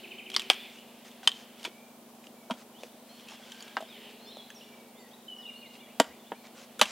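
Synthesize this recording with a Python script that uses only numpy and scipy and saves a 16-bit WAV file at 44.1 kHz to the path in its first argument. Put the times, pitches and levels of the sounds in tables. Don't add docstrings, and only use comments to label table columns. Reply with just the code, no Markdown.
import sys
import numpy as np
from scipy import signal
from scipy.io import wavfile
from scipy.ndimage import uniform_filter1d

SR = 44100
rng = np.random.default_rng(int(sys.argv[2]) if len(sys.argv) > 2 else 0)


def level_to_linear(level):
    exponent = np.asarray(level, float) / 20
    return 10 ** exponent


def wrap_up_sound(samples):
    columns = np.atleast_2d(samples).T
    tamed = np.clip(columns, -1, 1)
    steps = np.round(tamed * 32767).astype(np.int16)
    wavfile.write(sys.argv[1], SR, steps)


N = 304713

# frequency in Hz, level in dB.
CRACK_TONE = [(150, -44), (700, -1.5), (2300, -2.5), (3200, 6.5), (4100, -4), (8000, -10.5), (12000, -20),
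              (16000, -35.5)]


def evened(x):
    return x / np.sqrt(np.mean(x ** 2) + 1e-20)


def read(points, hz):
    table_hz, value = np.transpose(points)
    return np.interp(np.log(hz + 1), np.log(table_hz + 1), value)


def add(mix, s, sound):
    part = mix[round(s * SR):][:len(sound)]
    part += sound[:len(part)]


def coloured(x, tone, tilt_db=0.):
    hz = abs(np.fft.fftfreq(2048, 1 / SR))
    gain_db = read(tone, hz) + tilt_db * np.log2(hz / 2000 + 0.019)
    log_gain = np.log(level_to_linear(gain_db))
    taps = np.fft.ifft(np.exp(np.conj(signal.hilbert(log_gain)))).real[:1024]
    return signal.oaconvolve(x, taps)[:len(x)]


def noise(tone, patchy_db):
    hz = np.fft.rfftfreq(1024, 1 / SR)
    a, b, patches = rng.standard_normal((N // 256 + 5, 513, 3)).T
    patches = uniform_filter1d(patches, size=12, axis=0)
    patches = evened(uniform_filter1d(patches, size=14, axis=1))
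    z = (a + 1j * b) * level_to_linear(read(tone, hz)[:, None] + patchy_db * patches)
    return evened(signal.istft(z, nperseg=1024, noverlap=768)[1][:N])


def blow(s, row, modes, cycles):
    peak_db, contact_ms, crack_db, tilt_db, splinter_db = row
    splinter_t60 = 0.071
    t = np.arange(9000) / SR
    grit, split, chance = rng.standard_normal((3, len(t)))
    u = t * 1000 / contact_ms
    force = u * np.exp(1 - u)
    bursts = 1.36 + 2.4 * (chance > 1.9)
    splinters = level_to_linear(splinter_db - 60 * t / splinter_t60) * u.clip(0, 1) * bursts
    drive = force * (1 + 1.47 * grit) + 0.54 * splinters * grit

    ring = np.zeros(len(t))
    for hz, db in modes:
        cluster = np.sin(2 * np.pi * hz * t)
        cluster += 0.13 * sum(np.sin(2 * np.pi * hz * detune * t) for detune in (.93, 1.08))
        cluster *= level_to_linear(-60 * t * (hz * 1000) ** .5 / cycles)
        cluster *= np.minimum(t * hz, 1)
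        struck = signal.fftconvolve(drive, cluster)[:len(t)]
        ring += level_to_linear(db) * struck / abs(struck).max()

    crack = coloured(split * (force + splinters), CRACK_TONE, tilt_db)
    sound = ring / abs(ring).max() + level_to_linear(crack_db) * crack / abs(crack).max()
    return s - .001, level_to_linear(peak_db) * sound / abs(sound).max()


def small_contact(s, peak_db, hz, t60, fizz_db):
    t = np.arange(3000) / SR
    shape = level_to_linear(peak_db - 60 * t / t60) * np.minimum(t / 0.00066, 1)
    ring = 0.55 * np.sin(2 * np.pi * hz * t) + 0.19 * np.sin(2 * np.pi * 1.17 * hz * t)
    fizz = evened(coloured(rng.standard_normal(len(t)), CRACK_TONE, 2.5))
    return s - .0005, shape * (ring + level_to_linear(fizz_db) * fizz)


def chopping():
    blow_starts = [.3642, .5011, 1.2751, 1.65, 2.4995, 2.5092, 3.7692, 5.9999, 6.3192, 6.7933, 6.8138]
    # peak in dB, contact in ms, crack against ring in dB,
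    # crack tilt in dB per octave, splintering after it in dB.
    blow_rows = [(-7.5, 0.65, -1.5, 2.5, -17), (-1, 0.42, 5, -0.5, -14.5), (-1.5, 0.74, -7.5, 1.5, -17.5),
                 (-21.5, 0.62, 3, 0, 25), (-24, 2.3, -18, 6, -7), (-18.5, 1.06, -4.5, -2.5, -3),
                 (-14.5, 0.39, -0.5, -8, -8.5), (-3.5, 0.89, -4.5, 3, -10.5), (-22, 1.03, -2.5, -11.5, -8),
                 (-24, 1.7, -2, 4.5, 3), (-2, 1.4, 5, 0.5, -1)]
    # mode in Hz, level in dB.
    blow_modes = [
        [(1150, -3.5), (2130, -2), (3000, 0), (4700, 10)],
        [(340, -17), (580, -4), (760, 8), (1130, 3), (1620, 0), (2280, 3), (2500, 10.5), (3200, -6), (4950, -5)],
        [(600, -28), (1130, -9), (1550, -15.5), (3140, 7), (3750, -29), (4950, -8), (6500, -8), (8300, -8)],
        [(330, -7.5), (1000, -3), (2500, 4), (3400, 5.5)],
        [(700, -4), (980, -4)],
        [(235, -0.5), (700, -10), (980, -4), (3250, -11)],
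        [(290, -4.5), (670, -4), (925, -10), (1300, 11.5), (1570, 8), (3050, -17)],
        [(200, -14), (285, 10), (620, 15), (945, 16), (1150, 11), (1400, 10), (1600, 7), (1870, 8), (2450, 3),
         (2870, 1), (3430, 5), (7450, 5.5)],
        [(206, 5.5), (490, 8), (620, 7.5), (800, 13), (1190, -1), (1410, 0.5), (1650, -3), (2860, -7)],
        [(510, -7.5), (1380, -1), (2580, -7), (3500, -4)],
        [(215, -4.5), (620, 3), (930, -6), (1140, 8), (1690, 7.5), (2300, 6), (2700, 6), (3050, 8), (3410, 8),
         (4600, -28)],
    ]
    grip_cycles = [25., 32, 29, 27, 28, 25., 23, 20, 17, 30, 26]
    # start in seconds, peak in dB, pitch in Hz, fizz against the pitch in dB.
    fibre_snaps = [(0.301, -28.5, 3360, -5), (0.3167, -26.5, 3230, -17), (0.342, -23.5, 3370, -6.5),
                   (0.349, -14.5, 3450, -19), (0.3685, -21, 4180, -9), (0.3956, -15.5, 3200, -9.5),
                   (0.4026, -23, 3450, -14), (0.419, -27, 2590, -8.5), (0.533, -22, 3060, -12),
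                   (0.543, -29, 2720, -7), (1.0492, -44, 3640, -3), (1.1147, -41, 3000, -5),
                   (1.2316, -34, 1570, -12), (1.317, -22, 3230, -20), (1.597, -39, 3170, -7),
                   (1.63, -36.5, 2940, -3), (1.6422, -27.5, 3580, -6), (2.2412, -39, 2520, -11),
                   (2.269, -37.5, 2840, -8.5), (2.834, -32, 2500, -12), (3.1966, -40, 2490, -7),
                   (3.2864, -33, 2630, -9), (3.5185, -35, 6100, -12), (3.5208, -30.5, 3140, -8.5),
                   (3.6064, -30.5, 4580, -12.5), (3.625, -32.5, 6870, -7), (3.68, -41, 2280, -3),
                   (4.503, -30.5, 1720, -10.5), (4.5035, -42, 6300, -15), (5.7537, -36, 2780, -26),
                   (6.4537, -38, 2230, -17), (6.856, -21.5, 2720, -12)]
    # start in seconds, peak in dB, pitch in Hz, t60 in seconds, fizz in dB.
    small_knocks = [(1.233, -40, 762, 0.083, -14), (1.678, -27, 362, 0.015, -28),
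                    (2.539, -36.5, 616, 0.051, -13), (2.8342, -25, 560, 0.02, -14),
                    (3.319, -37.5, 890, 0.065, -20), (3.806, -27.5, 646, 0.053, -16.5),
                    (3.825, -27, 667, 0.041, -21), (4.37, -28.5, 610, 0.025, -19),
                    (6.0012, -14, 620, 0.021, -8), (6.0095, -11, 480, 0.016, -34.5),
                    (6.8172, -12, 610, 0.035, -31), (6.8141, -5, 3300, 0.014, -14),
                    (2.844, -38, 480, .05, -25)]
    snap_t60, mic_cut_hz = 0.018, 226

    out = np.zeros(N)
    for hit in zip(blow_starts, blow_rows, blow_modes, grip_cycles):
        add(out, *blow(*hit))
    for s, peak_db, hz, fizz_db in fibre_snaps:
        add(out, *small_contact(s, peak_db, hz, snap_t60, fizz_db))
    for row in small_knocks:
        add(out, *small_contact(*row))
    return signal.sosfilt(signal.butter(4, mic_cut_hz, "high", fs=SR, output="sos"), out)


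def thuds():
    # start in seconds, level in dB.
    ground_thuds = [
        (6.06, -64),
        (6.8, -65),
    ]
    thud_hz, thud_s = 74, .09
    t, out = np.arange(0, thud_s, 1 / SR), np.zeros(N)
    swell = np.sin(np.pi * t / thud_s) ** 2 * np.sin(2 * np.pi * thud_hz * t)
    for s, db in ground_thuds:
        add(out, s, level_to_linear(db) * swell)
    return out


def rustle():
    # start in seconds, end in seconds, rms level in dB.
    movements = [(0.277, 0.499, -54), (0.67, 0.828, -59), (1.035, 1.105, -54.5), (1.228, 1.273, -51),
                 (1.305, 1.463, -55), (1.563, 1.713, -55), (2.223, 2.287, -63), (2.55, 2.649, -57),
                 (2.777, 2.907, -58), (3.04, 3.307, -61.5), (3.26, 3.38, -52), (3.314, 3.804, -56.5),
                 (4.09, 4.125, -59), (4.597, 4.797, -75), (5.717, 5.79, -59), (6.03, 6.152, -67),
                 (6.426, 6.495, -57), (6.53, 6.679, -53.5), (6.82, 7.0, -44)]
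    # frequency in Hz, level in dB.
    cloth_tone = [(100, -63), (400, -3), (1200, 5), (3000, 4.5), (6000, 2), (10000, -9), (15000, -31.5)]
    size = level_to_linear(2.3 * np.minimum(rng.exponential(1, N), 3.6))
    happens = rng.random(N) < 900 / SR
    slips = size * happens * rng.standard_normal(N)
    movement = np.zeros(N)
    for start, end, db in movements:
        add(movement, start, level_to_linear(db) * signal.windows.tukey(round((end - start) * SR), .7))
    return movement * evened(evened(coloured(slips, cloth_tone)) + 1.8 * noise(cloth_tone, 2.2))


def echoes(x):
    # delay in seconds, level in dB.
    returns = [
        (.0065, -5.5),
        (0.017, -13.5),
        (0.033, -42.5),
        (.043, -23),
    ]
    out = np.zeros(N)
    for delay, db in returns:
        add(out, delay, level_to_linear(db) * x)
    return coloured(out, [(300, -26.0), (1500, -5.0), (3200, -7.5), (6000, -10.0), (12000, -6.0)])


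def tail(x, stretch):
    # frequency in Hz, t60 in seconds.
    wood_t60 = [(200, 0.96), (800, 0.33), (3000, 0.75), (6000, 0.53), (12000, 0.33)]
    taps = np.zeros(SR)
    at = np.arange(300, SR - 20, 20) + rng.integers(0, 20, (SR - 301) // 20)
    taps[at] = rng.choice([-1., 1.], len(at))
    hz, t, z = signal.stft(taps, SR, nperseg=256)
    decay = level_to_linear(-60 * t / (stretch * read(wood_t60, hz)[:, None]))
    taps = signal.istft(z * decay, SR, nperseg=256)[1]
    return signal.oaconvolve(x, taps / np.linalg.norm(taps))[:N]


def slur(start, length, from_hz, to_hz, db):
    u = np.linspace(0, 1, num=16)
    hz = from_hz + (to_hz - from_hz) * np.sin(u * np.pi / 2) ** 2
    return np.c_[start + u * length, hz, db - 2.5 * (2 * u - 1) ** 2]


def held(start, length, from_hz, to_hz, db):
    u = np.linspace(0, 1, num=16)
    hz = to_hz + (from_hz - to_hz) * np.exp(-u / 0.299)
    return np.c_[start + u * length, hz, db - 6.5 * u]


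def whistle(rows, waver, size=300):
    s, hz, db = np.transpose(rows)
    t = np.arange(s[0], s[-1], 1 / SR)
    drift = uniform_filter1d(rng.standard_normal(len(t)), size=size)
    flutter = 1 + waver * evened(uniform_filter1d(drift, size=size))
    edge = np.minimum(np.minimum(t - s[0], s[-1] - t) / 0.0052, 1)
    tone = np.sin(2 * np.pi * np.cumsum(np.interp(t, s, hz)) / SR)
    return s[0], np.sqrt(2) * level_to_linear(np.interp(t, s, db)) * edge * flutter * tone


def songs():
    # start in seconds, length in seconds, from Hz, to Hz, level in dB.
    thrush = [(1.7, 0.15, 2246, 2404, -66), (2.35, .15, 2324, 2220, -72), (2.745, 0.07, 2920, 3700, -62),
              (3.4, .32, 1514, 1640, -66.5), (4.66, 0.2, 2344, 2258, -67), (4.95, 0.052, 3350, 3730, -67),
              (4.95, 0.13, 2110, 1900, -68.5), (5.11, 0.046, 3220, 3980, -60.5),
              (5.385, 0.066, 2920, 3020, -63), (5.455, 0.052, 2745, 2340, -58.5),
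              (5.62, 0.059, 2540, 2060, -61.5), (5.865, .055, 1900, 2700, -65),
              (6.1, .045, 1926, 2450, -64), (6.335, 0.043, 2200, 2460, -65)]
    finch = [(3.55, 0.19, 2400, 2310, -68), (4.25, .052, 4870, 5670, -63), (4.97, .06, 7200, 7400, -69),
             (4.99, 0.047, 4690, 4370, -69), (5.385, 0.051, 1790, 1990, -71),
             (5.415, .035, 4000, 3150, -63), (5.6, 0.05, 4300, 3100, -64), (5.5, .02, 2000, 2500, -64),
             (6.19, 0.019, 3370, 3580, -63), (6.24, 0.046, 2880, 3660, -62.5), (6.35, .07, 4220, 4230, -74),
             (6.4, .03, 2450, 2250, -69)]
    robin = [(3.09, 0.098, 4070, 4380, -62), (3.88, .03, 5110, 5000, -60), (4.35, 0.14, 4020, 4000, -64),
             (5.085, 0.011, 7060, 5800, -59), (5.28, 0.093, 3084, 2906, -45),
             (5.37, 0.066, 6000, 4900, -65), (5.45, 0.057, 2890, 2810, -44.5),
             (5.515, 0.44, 2920, 2852, -64), (5.81, 0.043, 2410, 2280, -60)]
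    wren = [(5.262, .028, 3500, 4000, -65), (5.458, .026, 3150, 4000, -56.5), (5.552, .05, 3950, 4450, -62),
            (5.657, 0.033, 3100, 4200, -59), (5.73, .035, 3250, 4150, -65), (5.785, .04, 2850, 3670, -57),
            (5.83, 0.038, 3400, 3310, -62), (5.955, .025, 3100, 3500, -64)]
    dove = [
        (0.0, 0.64, 373.3, 382.8, -60.5),
        (3.95, 1.05, 415.8, 418.6, -66),
    ]
    # time in seconds, pitch in Hz, level in dB.
    phrases = [
        [(3.872, 3600, -66), (3.892, 3830, -62), (3.905, 3720, -57), (3.925, 3330, -55), (3.945, 3150, -58),
         (3.965, 3000, -60), (3.985, 2720, -60)],
        [(4.19, 3850, -68), (4.22, 4200, -63), (4.26, 4260, -62), (4.33, 4150, -68)],
        [(4.258, 3400, -60), (4.295, 3620, -55), (4.33, 4020, -55), (4.348, 4150, -60), (4.36, 4100, -51),
         (4.372, 3800, -55), (4.387, 3400, -54), (4.418, 3310, -55)],
        [(4.542, 6850, -64), (4.552, 5850, -59), (4.563, 5560, -58), (4.58, 5550, -61), (4.597, 4750, -66),
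         (4.604, 3500, -60), (4.617, 2740, -55), (4.63, 2950, -57), (4.652, 3680, -60)],
    ]
    singers = [(thrush, slur, .35), (finch, slur, .35), (robin, held, .3), (wren, held, .3), (dove, held, .8)]
    out = np.zeros(N)
    for notes, shape, waver in singers:
        for row in notes:
            add(out, *whistle(shape(*row), waver))
    for rows in phrases:
        add(out, *whistle(rows, .25))
    return out


def rough_calls():
    # start in seconds, length in seconds, from Hz, to Hz, level in dB.
    warble = [(4.3, 0.036, 3200, 3250, -63), (4.035, 0.0595, 3120, 2780, -63),
              (4.085, .03, 2900, 2280, -66), (3.875, .06, 2300, 2500, -70), (3.945, .05, 2380, 2340, -69),
              (3.95, .12, 2000, 1950, -73), (4.0, .1, 2900, 2400, -68), (3.8, 0.065, 3600, 3200, -67),
              (0.55, .025, 3100, 2600, -59), (.625, .065, 2750, 2200, -61), (0.75, .07, 2800, 3000, -64),
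              (.55, 0.055, 2450, 2400, -65), (3.1, .17, 3200, 3150, -71), (3.28, .12, 3280, 3250, -71),
              (3.42, .1, 3300, 3100, -68), (3.54, .2, 3180, 3180, -69), (3.27, .045, 2550, 2750, -64)]
    buzz = [
        (1.31, 0.34, 3120, 3200, -77),
    ]
    rattle = (.545, .1, 3380, 3540, -54)
    rattle_hz, rattle_depth = 170, .8
    out = np.zeros(N)
    for row in warble:
        add(out, *whistle(slur(*row), 2.0, size=70))
    for row in buzz:
        add(out, *whistle(slur(*row), 2.88, size=60))
    s, tone = whistle(slur(*rattle), 0.33)
    t = np.arange(len(tone)) / SR
    add(out, s, tone * (1 + rattle_depth * np.sin(2 * np.pi * rattle_hz * t)))
    return out


def trill():
    # time from the syllable's start in seconds, pitch in Hz, level in dB.
    syllable = [(-.004, 1900, -58.5), (.003, 3145, -46), (.008, 3010, -48), (.014, 2540, -45.5),
                (.021, 2390, -51), (.027, 1950, -63), (.034, 2390, -51.5), (.042, 1950, -53)]
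    start_s, gap_s, count = .033, .0748, 6
    out = np.zeros(N)
    for k in range(count):
        add(out, *whistle(np.array(syllable) + [start_s + k * gap_s, 0, 0], .3, size=120))
    return out


def chorus():
    # time in seconds, level in dB.
    swells = [(0, -48.5), (.3, -56), (.56, -43), (.68, -48), (.78, -56), (1.35, -53.5), (2.0, -63),
              (2.7, -62), (3.3, -55.5), (3.75, -51.5), (3.87, -53.5), (3.97, -49), (4.1, -50.5), (4.2, -55),
              (4.7, -56.5), (4.9, -60.5), (5.25, -61.5), (5.5, -60), (6.3, -58.5), (6.91, -56.5)]
    # frequency in Hz, level in dB.
    far_tone = [(500, -64), (1500, -11), (2200, -7), (2900, -4.5), (3600, -6), (4500, -11.5), (6000, -24)]
    gain = level_to_linear(np.interp(np.arange(N) / SR, *np.transpose(swells)))
    return gain * level_to_linear(-5.5) * noise(far_tone, 0.79)


def air():
    # frequency in Hz, level in dB per Hz.
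    air_tone = [(30, -61), (121, -31.5), (141, -7.5), (179, -23), (227, -7.5), (700, -6), (1900, -24.5),
                (16000, -26)]
    return level_to_linear(-55.5) * noise(air_tone, 0.61)


def hum():
    # multiple of the base rate, rms level in dB.
    hum_lines = [(4, -91), (8, -86), (11, -84), (12, -75), (13, -82), (15, -77), (17, -63), (18, -79),
                 (19, -59), (20, -76), (21, -72), (772, -89), (776, -85), (780, -87), (1028, -95),
                 (1032, -86), (1036, -86), (1040, -91)]
    base_hz = 12.5
    t = np.arange(N) / SR + 0.01096
    return sum(np.sqrt(2) * level_to_linear(db) * np.sin(2 * np.pi * k * base_hz * t) for k, db in hum_lines)


def side_hiss():
    # frequency in Hz, level in dB per Hz.
    hiss_tone = [(18, -72), (30, -35), (161, -4), (280, 1.5), (822, -1), (2200, -3), (16000, -4.5)]
    return level_to_linear(-62) * noise(hiss_tone, 0.598)


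def scene():
    near = chopping()
    far = songs() + rough_calls() + trill()
    scattered = coloured(near, [(80, -29.5), (300, -14.0), (1500, -4.0), (3000, -10.0), (6000, -10.0)])
    mid = near + echoes(near) + level_to_linear(-15.0) * tail(scattered, 0.7)
    mid += level_to_linear(1.5) * far + level_to_linear(-3.0) * tail(far, 1.35)
    mid += thuds() + rustle() + chorus() + air() + hum()
    side = side_hiss()
    return np.array([mid + side, mid - side])


def roll_off(x):
    return signal.sosfilt(signal.butter(12, 16630, fs=SR, output="sos"), x)


def record(dry):
    edge_hz = 15950
    taps = signal.firwin(511, edge_hz, window=("kaiser", 9), fs=SR)
    limited = signal.oaconvolve(dry, taps[None], "same")
    return roll_off(limited)


dry = scene()
out = record(dry)
wrap_up_sound(out)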